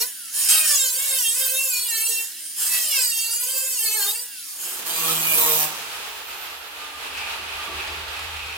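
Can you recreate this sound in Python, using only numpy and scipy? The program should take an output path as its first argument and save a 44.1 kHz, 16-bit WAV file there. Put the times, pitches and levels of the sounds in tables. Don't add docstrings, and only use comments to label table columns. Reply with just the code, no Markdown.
import sys
import numpy as np
from scipy import signal
from scipy.fft import rfft, irfft, next_fast_len
from scipy.io import wavfile
from scipy.ndimage import uniform_filter1d, map_coordinates

SR = 44100
rng = np.random.default_rng(int(sys.argv[2]) if len(sys.argv) > 2 else 0)


def file_out(sig):
    cols = np.atleast_2d(sig).T
    lim = np.clip(cols, -1, 1)
    pcm = np.round(lim * 32767).astype(np.int16)
    wavfile.write(sys.argv[1], SR, pcm)


N = 377937
T = np.arange(N) / SR

PACE = 4
GEAR = 3.47

# time in seconds, turns per second as heard.
OPENING_SPEED = [(0, 453), (.06, 520), (.09, 500)]
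FIRST_SPEED = [(0.3, 382), (0.338, 469), (0.376, 504.6), (0.45, 547.4), (0.488, 636), (.582, 632.8),
               (0.67, 612.7), (.802, 536.3), (0.92, 499), (.946, 508), (1.014, 552), (1.048, 563),
               (1.106, 535.5), (1.166, 528.3), (1.24, 462), (1.284, 456), (1.328, 469.3), (1.352, 501),
               (1.42, 526.6), (1.45, 527), (1.484, 509.8), (1.632, 547.6), (1.74, 491.2), (1.856, 488),
               (1.936, 450.4), (2.0, 439.3), (2.076, 462.7), (2.22, 452), (2.3, 470.6)]
SECOND_SPEED = [(2.3, 470.3), (2.37, 518.1), (2.43, 609.4), (2.534, 665.8), (2.798, 649.2), (2.848, 631),
                (3.006, 505.8), (3.12, 460.8), (3.162, 455.8), (3.298, 461), (3.454, 497.4), (3.504, 526.4),
                (3.684, 526.6), (3.738, 509), (3.792, 457.5), (3.885, 432.2), (3.972, 438.2), (4.006, 401),
                (4.03, 394), (4.11, 415.7), (4.122, 435.4), (4.218, 493.7), (4.3, 482.4)]
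LAST_SPEED = [(4.5, 156.5), (4.85, 165), (4.97, 163.7), (5.21, 159.7), (5.43, 157.5), (5.608, 153.1),
              (5.69, 154), (5.85, 131.4)]
# start and end in seconds, force in dB, seating
CUTS = [(-.2, .04, -1, 1), (.305, .49, -6, .05), (.475, 2.215, 0, 1), (2.55, 2.72, -2.5, .1),
        (2.7, 4.11, -.3, 1), (4.08, 4.22, -5, .95), (4.43, 4.6, -14, .05), (4.56, 4.8, -7.5, .05),
        (4.845, 5.63, -1, .9)]
# middle and half length in seconds, extra force in dB.
PUSHES = [(0.01, 0.03, 13), (0.438, 0.099, 12.5), (0.554, 0.06, 11), (0.722, .13, 10), (1.23, 0.34, 4.5),
          (2.647, 0.072, 9), (2.78, 0.062, 8), (2.979, 0.1, 10), (3.882, 0.098, 3.5), (4.057, 0.099, 3),
          (4.688, 0.11, 2.5), (5.093, 0.058, 5.5), (5.356, 0.062, 5), (5.52, 0.15, 6.5)]
# middle and half length in seconds, share of the bite lost.
SLIPS = [(1.05, 0.083, 0.35), (1.41, 0.075, 0.27), (2.74, 0.068, 0.14), (3.55, 0.12, 0.19),
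         (4.07, 0.06, 0.26)]
# frequency in Hz, gain in dB.
FAST_COLOUR = [(50, -38), (150, -23), (370, -18.5), (520, -15), (950, -9.5), (1500, -11), (2200, -11.5),
               (2800, -7), (4000, -7), (5500, -3.5), (6800, -7), (8500, -3.5), (11500, -6.5), (16000, -10)]
LAST_COLOUR = [(70, -59), (130, -25), (230, -16.5), (330, -15), (480, -13.5), (1000, -11.5), (1700, -11),
               (3400, -5), (5500, -6.5), (8200, -1), (10500, -2.5), (14000, 3), (16000, -2.5)]
# frequency and width in Hz, boost in dB.
FAST_PANEL_PEAKS = [(1900, 310, 4), (2670, 310, 6.5), (3870, 220, 3), (4370, 300, 4), (7580, 260, 2)]
LAST_PANEL_PEAKS = [(607, 32, 4), (775, 25, 1.5), (952, 52, 4.5), (1137, 44, 2), (3440, 110, 4.3)]
# middle and half length in seconds, frequency and width in Hz, boost in dB.
FLARES = [(0.008, 0.095, 590, 900, 10), (0.573, 0.13, 8900, 1400, 7), (0.54, 0.11, 2530, 400, 4),
          (0.69, 0.063, 6700, 1020, 2), (0.71, 0.13, 1100, 360, 3), (0.277, 0.17, 9670, 1400, 7),
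          (2.07, 0.14, 12400, 2440, 2), (2.486, 0.11, 9300, 2540, 10), (2.78, 0.076, 2800, 990, 1.5),
          (2.975, 0.1, 5153, 1400, 6), (3.85, 0.076, 8300, 2600, 4.5), (4.08, 0.22, 950, 600, 9),
          (3.96, .13, 4380, 250, 7), (1.8, .08, 4410, 250, 4), (4.17, 0.32, 453, 110, 10.5),
          (5.3, 0.11, 10220, 1570, 3), (5.0, 0.061, 963, 73, 8), (5.11, 0.07, 1291, 90, 18),
          (5.09, 0.078, 1125, 77, 10), (5.12, 0.07, 3370, 110, 15), (5.07, 0.093, 4200, 530, 3.5),
          (5.31, 0.15, 2395, 150, 18), (5.42, .16, 625, 70, 7.5), (5.46, 0.08, 947, 80, 11.5),
          (5.5, 0.094, 3900, 530, 3), (5.59, 0.07, 775, 56.4, 5.5), (5.5, 0.21, 14770, 2400, 5)]
# middle and half length in seconds, multiple of the disc speed, level in dB.
SCREAMS = [(0.552, 0.039, 5, -34), (0.626, .039, 4, -30.5), (0.672, 0.046, 3, -36.5),
           (.68, 0.027, 9, -31.5), (0.73, 0.072, 5, -40), (0.746, 0.025, 6, -30), (.76, 0.037, 9, -30),
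           (.8, 0.061, 14, -22.5), (0.815, 0.031, 7, -31), (0.863, 0.05, 8, -35), (1.141, .059, 7, -36),
           (1.23, 0.058, 12, -32), (1.254, 0.046, 6, -34.5), (1.28, 0.034, 7, -28.5), (1.28, 0.038, 8, -37),
           (1.434, 0.032, 7, -32.5), (1.48, 0.025, 5, -35), (1.565, 0.024, 7, -33),
           (1.618, 0.059, 5, -29.5), (1.752, 0.037, 5, -31.5), (1.802, 0.049, 9, -26),
           (1.918, 0.048, 6, -34), (1.928, 0.036, 4, -37), (1.938, 0.022, 9, -29.5),
           (1.985, 0.046, 10, -32), (2.078, 0.097, 9, -37), (2.186, .034, 6, -29), (2.766, 0.064, 3, -35),
           (2.766, 0.091, 4, -38), (2.926, 0.022, 6, -31.5), (2.964, 0.072, 5, -33), (3.01, 0.019, 15, -26),
           (3.025, 0.086, 10, -27.5), (3.19, .067, 7, -38.5), (3.27, 0.13, 10, -31.5),
           (3.566, 0.045, 9, -39), (3.587, 0.039, 5, -40), (3.794, 0.027, 6, -34), (3.876, 0.03, 10, -28),
           (3.97, 0.02, 10, -27.5), (3.926, 0.053, 6, -39), (4.03, 0.023, 11, -24), (4.094, 0.027, 9, -29)]
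# pitch in Hz at natural pace, level in dB.
HOUSING_RESPONSE = [(170, -68), (225, -64), (275, -58), (350, -60), (430, -57), (462, -57), (550, -73)]
# frequency and width in Hz, boost in dB.
DRONE_PEAKS = [(526, 50, 21), (611, 58, 15.5)]
# base levels in dB at 1, 2 and 3 times the disc speed.
GROWL_LEVELS = [-43, -45.5, -43.5]
# time in seconds, gain in dB.
GROWL_SWELL = [(4.9, -13), (5.13, 3), (5.35, -4.5), (5.63, -6), (5.8, -19), (6.1, -36)]
# middle and length in seconds, level in dB.
SCRAPES = [(7.182, 0.044, -39), (7.2, 0.21, -32), (7.472, 0.16, -36.5), (7.688, 0.077, -36),
           (7.803, 0.045, -33), (7.855, 0.066, -30.5), (8.159, 0.05, -31.5), (8.386, 0.085, -29.5),
           (8.513, 0.054, -31.5)]
# frequency and width in Hz, gain in dB.
SCRAPE_MODES = [(1524, 400, -13), (2532, 180, 22), (4000, 670, -15), (7150, 340, -21)]
# start in seconds, level in dB.
KNOCKS = [(7.036, -47), (7.378, -43), (7.674, -34.5), (7.88, -38)]
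# pitch in Hz, gain in dB, seconds to fade by 60 dB.
SHELL_MODES = [(179.4, -13.5, .5), (326, -5.5, 0.23), (367, -4, 0.38), (400, -5, 0.27), (661, 4, 0.14),
               (1158, 6, 0.19)]
# start and decay time in seconds, level in dB.
CATCHES = [(7.175, 0.027, -34), (7.37, .03, -37), (7.872, .025, -38), (7.92, .02, -33), (8.04, .015, -37),
           (8.08, 0.016, -32), (8.125, .012, -38), (8.163, 0.014, -34), (8.19, .03, -34),
           (8.225, .018, -32), (8.365, .012, -39), (8.425, .03, -35), (8.46, .02, -35)]
# frequency in Hz, gain in dB.
CATCH_COLOUR = [(300, -13), (1500, 1.5), (4300, -1), (5800, -9), (7400, -10), (9000, -13), (16000, -18)]
# middle and half length in seconds, level in dB.
SQUEALS = [(6.834, .045, -41), (6.94, 0.03, -41), (7.247, 0.11, -49), (7.63, .035, -44)]
# time in seconds, then low, middle and high band levels in dB.
ROAR_LEVELS = [(5.8, -66, -34.5, -37.5), (6.35, -64.5, -36, -42), (6.7, -68, -38, -45),
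               (7.0, -59, -35, -42.5), (7.2, -54.5, -32.5, -41), (8.0, -50.5, -33.5, -43.5),
               (8.57, -48.5, -35, -44)]
# frequency in Hz, gain in dB.
ROAR_COLOUR = [(15, -55), (25, -20), (76, -4.5), (89, -14.5), (130, -22.5), (373, -13.5), (545, -9.5),
               (887, 0), (1020, -4), (1160, 1), (2160, -3.5), (2550, 1.5), (6050, -9), (12200, -10.5),
               (16000, -15.5)]
# frequency and width in Hz, gain in dB.
ROAR_PEAKS = [(437, 86, 7), (920, 87, 2), (1130, 18, -5), (2310, 150, 0)]
# time in seconds, level in dB.
FAST_HUM = [(0, -73), (2.0, -76), (2.3, -72.5), (2.7, -61), (2.8, -86), (4.4, -77), (4.9, -84)]
# frequency in Hz, correlation (1 is the same).
STEREO_LIKENESS = [(100, 0.95), (300, 0.95), (600, 0.59), (1500, 0.061), (4000, -0.03), (14000, -0.081)]


def fast_cuts(force, seating, push):
    skitter_speed, stall_speed = 733, 420
    speed = disc_speed([OPENING_SPEED, FIRST_SPEED, SECOND_SPEED], coast_s=0.68)
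    angle = turns(speed, unsteady=0.00123)
    bite = seating * (1 - (speed / skitter_speed) ** 5.8)
    bite *= np.minimum(speed / stall_speed, 1) ** 3.1
    bite *= 1 - swells(SLIPS)
    rasp, skitter = grinding(angle, bite, FAST_PANEL_PEAKS, memory=0.73, harmonics=42)
    sizzle = filtered(skitter, lambda hz: colour([(0, 0.44)], [(10100, 750, 2.2)], hz))
    steel = filtered(rasp + sizzle, lambda hz: amp(along(FAST_COLOUR, hz)))
    steel = flares(steel, ripple_db=2.5)
    stance = np.pi / 4 * (1 + np.sin(2 * wobble(8)))
    steel = sum(weight * workshop(steel, t60=0.11, wet_db=5, pace=PACE, shade_db=1.6)
                for weight in (np.cos(stance), np.sin(stance)))
    pressure = unit(amp(0.44 * wobble(40) + 0.48 * wobble(250)))
    gains = band_gains(force, push, cut_db=(-50.5, -34, -22.5), free_db=(-76, -42, -37.5),
                       db_per_push=(0.61, 0.81, 0.4361))
    cut = three_bands(steel, gains, low_hz=1440, high_hz=6920) * pressure * fade(4.93, 4.67)
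    whine = tone(GEAR * angle, whine_db(speed / PACE, seating) + 7.5, flutter_db=-4)
    drone = tone(angle, -72.5 + 0.64 * push, flutter_db=3.5)
    drone *= force * seating * colour([(0, 0)], DRONE_PEAKS, speed)
    disc_note = tone(angle, -64.5, flutter_db=-7) * (speed / skitter_speed) ** 7.8
    return cut + screams(angle) + (whine + drone + disc_note) * fade(4.62, 4.3)


def last_cut(force, seating, push):
    speed = disc_speed([LAST_SPEED], coast_s=2.3)
    angle = turns(speed, unsteady=0.00091)
    rasp, skitter = grinding(angle, 0.89 * seating, LAST_PANEL_PEAKS, memory=0.8, harmonics=108)
    steel = filtered(rasp + skitter, lambda hz: amp(along(LAST_COLOUR, hz)))
    steel = workshop(steel, t60=0.43, wet_db=4.5, lag_ms=0.087, shade_db=3.0)
    steel = flares(steel, ripple_db=1.5)
    pressure = unit(amp(0.5 * wobble(12) + 1.1 * wobble(300) + 1.5 * seating * np.cos(2 * np.pi * angle)))
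    gains = band_gains(force, push, cut_db=(-38, -33, -24), free_db=(-38.5, -35, -38),
                       db_per_push=(0.8, 0.79, 0.85))
    cut = three_bands(steel, gains, low_hz=1390, high_hz=6450) * pressure
    cut *= fade(4.51, 4.98) * fade(5.92, 5.67)
    peak_s, rise_s, fall_db_per_s = 6.36, 0.37, 20
    whistle_db = -47 - fall_db_per_s * np.maximum(T - peak_s, 0)
    whistle = tone(132 * angle + 0.5 * wobble(200), whistle_db, flutter_db=2.5)
    whistle *= fade(peak_s - rise_s, peak_s)
    whine = tone(GEAR * angle, whine_db(speed, seating), flutter_db=2)
    growl = sum(tone(multiple * angle, db + curve(GROWL_SWELL), flutter_db=1.0)
                for multiple, db in enumerate(GROWL_LEVELS, 1))
    growl *= fade(4.8, 5.04) * fade(6.2, 6.1)
    motor = workshop(whine + whistle, t60=0.083, wet_db=-6.5, lag_ms=0.123, shade_db=15)
    return cut + growl + motor * fade(4.5, 5.5)


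def rim_contact():
    attack_s, graze_s, release_s, settle_s = 0.017, 0.043, 0.054, 0.0095
    force, seating = np.zeros(N), np.zeros(N)
    for start, end, db, seat in CUTS:
        rise_s = attack_s + graze_s * (1 - seat)
        touch = fade(start, start + rise_s) * decay_after(end, release_s)
        force = np.maximum(force, amp(db) * touch)
        seating = np.maximum(seating, seat * np.sqrt(touch) * (1 - decay_after(start, settle_s)))
    return force, np.clip(seating, 0, 1)


def disc_speed(runs, coast_s):
    speed = np.zeros(N)
    for run in runs:
        run_speed = curve(run) * decay_after(run[-1][0], coast_s)
        speed = np.where((T >= run[0][0]) | (speed == 0), run_speed, speed)
    return speed


def grinding(angle, bite, panel_peaks, memory, harmonics):
    grit = rng.standard_normal((int(angle[-1]) + 3, harmonics, 2)) @ [1, 1j]
    for _ in range(2):
        grit = signal.lfilter([1 - memory], [1, -memory], grit, axis=0)
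    rim_points = 1024
    rim = irfft(np.pad(grit, ((0, 0), (1, 0))), rim_points)
    rub = map_coordinates(rim, [angle, angle % 1 * rim_points], order=1, mode="grid-wrap")
    seated = unit(filtered(rub, lambda hz: colour([(0, 0)], panel_peaks, hz)))
    loose = unit(rng.standard_normal(N) * (1 + 0.43 * np.cos(2 * np.pi * angle)))
    share = np.clip(bite, 0, 1)
    return np.sqrt(share) * seated, np.sqrt(1 - share) * loose


def band_gains(force, push, cut_db, free_db, db_per_push):
    return [np.hypot(force * amp(cut + growth * push), amp(free))
            for cut, free, growth in zip(cut_db, free_db, db_per_push)]


def flares(x, ripple_db):
    hz, t, spectrum = signal.stft(x, SR, nperseg=1024)
    lift_db = sum(db * np.outer(1 / (1 + (2 * (hz - pitch) / width) ** 2), bell(t, middle, half))
                  for middle, half, pitch, width, db in FLARES)
    drift = uniform_filter1d(rng.standard_normal(spectrum.shape), size=8, axis=0)
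    drift = unit(uniform_filter1d(drift, size=11, axis=1))
    return signal.istft(spectrum * amp(lift_db + ripple_db * drift), SR, nperseg=1024)[1][..., :N]


def screams(angle):
    sound = np.zeros(N)
    for multiple in sorted({row[2] for row in SCREAMS}):
        swell = swells([(middle, half, amp(db)) for middle, half, k, db in SCREAMS if k == multiple])
        sound += swell * tone(multiple * angle + 0.053 * wobble(120), 0, flutter_db=1.5)
    return workshop(sound, t60=0.1, wet_db=-13, pace=PACE, lag_ms=0.03, shade_db=1.6)


def whine_db(speed, seating):
    return along(HOUSING_RESPONSE, GEAR * speed) - 18 * seating


def loose_panel():
    strokes = sum(amp(db) * bell(T, middle, length / 2) for middle, length, db in SCRAPES)
    grit = rng.standard_normal(N) * amp(5.7 * wobble(400))
    ring = lambda hz: sum(amp(db) * 1j * hz * width / (pitch ** 2 - hz ** 2 + 1j * hz * width)
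                          for pitch, width, db in SCRAPE_MODES)
    sound = strokes * unit(filtered(grit, ring))
    t = T[:SR // 2]
    for start, db in KNOCKS:
        bump = sum(amp(db + gain_db + rng.normal(0, 1.8) - 60 * t / t60) * np.sin(2 * np.pi * hz * t)
                   for hz, gain_db, t60 in SHELL_MODES)
        sound[round(start * SR):][:len(t)] += bump * (1 - np.exp(-t / 0.0017))
    return workshop(sound, t60=0.77, wet_db=3.5)


def ragged_edge(squeal_hz=1207):
    snags = sum(amp(db) * fade(start, start + 0.0021) * decay_after(start, decay_s)
                for start, decay_s, db in CATCHES)
    grit = rng.standard_normal(N) * amp(5.2 * wobble(400))
    rasps = snags * unit(filtered(grit, lambda hz: amp(along(CATCH_COLOUR, hz))))
    squeal = tone(turns(squeal_hz, unsteady=0.004), 0, flutter_db=5.5)
    squeal *= swells([(middle, half, amp(db)) for middle, half, db in SQUEALS])
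    return workshop(rasps, t60=0.55, wet_db=1) + workshop(squeal, t60=0.5, wet_db=-10)


def background_roar(hum_hz=77.8):
    air = lambda pace: filtered(diffuse(rng.standard_normal((2, N)), pace),
                                lambda hz: colour(ROAR_COLOUR, ROAR_PEAKS, hz / pace))
    low_db, middle_db, high_db = (curve(ROAR_LEVELS, column) for column in (1, 2, 3))
    roar = three_bands(air(1), amp([low_db, middle_db, high_db]), low_hz=109, high_hz=4950)
    roar *= amp(1.02 * wobble(20)) * fade(4.51, 5.04)
    roar = filtered(roar, lambda hz: amp(np.outer([-0.6, 1.6], hz / (hz + 300))))
    fast_roar = amp(-43) * unit(air(PACE)) * fade(4.9, 4.5)
    rumble = amp(-98) * unit(filtered(rng.standard_normal(N), lambda hz: 1 / (1 + (hz / 120) ** 2)))
    cycles = np.cumsum(hum_hz * (1 + 0.0108 * wobble(10))) / SR
    hum = tone(cycles, -47 + 1.9 * (low_db - low_db.max()), flutter_db=1.5) * fade(4.5, 4.86)
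    fast_hum = tone(PACE * cycles, curve(FAST_HUM), flutter_db=4.0) * fade(5.0, 3.9)
    return roar + fast_roar + rumble + hum + fast_hum


def workshop(x, t60, wet_db, pace=1, lag_ms=0, shade_db=0):
    tail = diffuse(rng.standard_normal((2, N)) * amp(-60 * T / t60), pace)[:, :SR]
    echo = signal.fftconvolve(x[None], tail / np.linalg.norm(tail[0]), axes=1)[:, :N]
    left = filtered(x, lambda hz: np.exp(-2j * np.pi * hz * lag_ms / 1000))
    pair = (np.array([left, x]) + amp(wet_db) * echo) / np.hypot(1, amp(wet_db))
    shade = lambda hz: amp(shade_db * np.outer([-0.5, 0.5], hz ** 2 / (hz ** 2 + 350 ** 2)))
    return filtered(pair, shade)


def diffuse(pair, pace=1):
    blend = lambda hz: np.arccos(np.clip(along(STEREO_LIKENESS, hz / pace), -1, 1)) / 2
    mid, side = filtered(pair, lambda hz: np.array([np.cos(blend(hz)), np.sin(blend(hz))]))
    return np.array([mid + side, mid - side])


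def three_bands(x, gains, low_hz, high_hz):
    below = lambda edge: filtered(x, lambda hz: 1 / (1 + (hz / edge) ** 10))
    low, low_and_middle = below(low_hz), below(high_hz)
    bands = [low, low_and_middle - low, x - low_and_middle]
    return sum(unit(band) * gain for band, gain in zip(bands, gains))


def filtered(x, response):
    size = next_fast_len(N + SR // 4, True)
    return irfft(rfft(x, size) * response(np.fft.rfftfreq(size, 1 / SR)), size)[..., :N]


def colour(spectrum, peaks, hz):
    peaks_db = sum(db / (1 + (2 * (hz - pitch) / width) ** 2) for pitch, width, db in peaks)
    return amp(along(spectrum, hz) + peaks_db)


def tone(cycles, level_db, flutter_db):
    return np.sqrt(2) * np.sin(2 * np.pi * cycles) * amp(level_db + flutter_db * wobble(24.99))


def turns(speed, unsteady):
    return np.cumsum(speed * (1 + unsteady * wobble(60))) / SR


def wobble(rate):
    coarse = T[::16]
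    points = rng.standard_normal(int(N * rate / SR) + 4)
    return np.interp(T, coarse, map_coordinates(points, [coarse * rate]))


def swells(rows):
    coarse = T[::16]
    return np.interp(T, coarse, sum(height * bell(coarse, middle, half) for middle, half, height in rows))


def bell(t, middle, half):
    return np.exp(-((t - middle) / half) ** 2)


def fade(start, end):
    return np.clip((T - start) / (end - start), 0, 1)


def decay_after(start, decay_s):
    return np.exp(-np.maximum(T - start, 0) / decay_s)


def curve(rows, column=1):
    rows = np.asarray(rows)
    return np.interp(T, rows[:, 0], rows[:, column])


def along(points, hz):
    frequencies, values = np.transpose(points)
    return np.interp(np.log(hz + 1), np.log(frequencies + 1), values)


def amp(db):
    return 10 ** (np.asarray(db) / 20)


def unit(x):
    return x / np.sqrt(np.mean(x ** 2) + 1e-20)


def scene():
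    force, seating = rim_contact()
    push = swells(PUSHES)
    grinder = fast_cuts(force, seating, push) + last_cut(force, seating, push)
    return grinder + loose_panel() + ragged_edge() + background_roar()


def record(dry):
    return filtered(dry, lambda hz: hz < 16000)


dry = scene()
out = record(dry)
file_out(out)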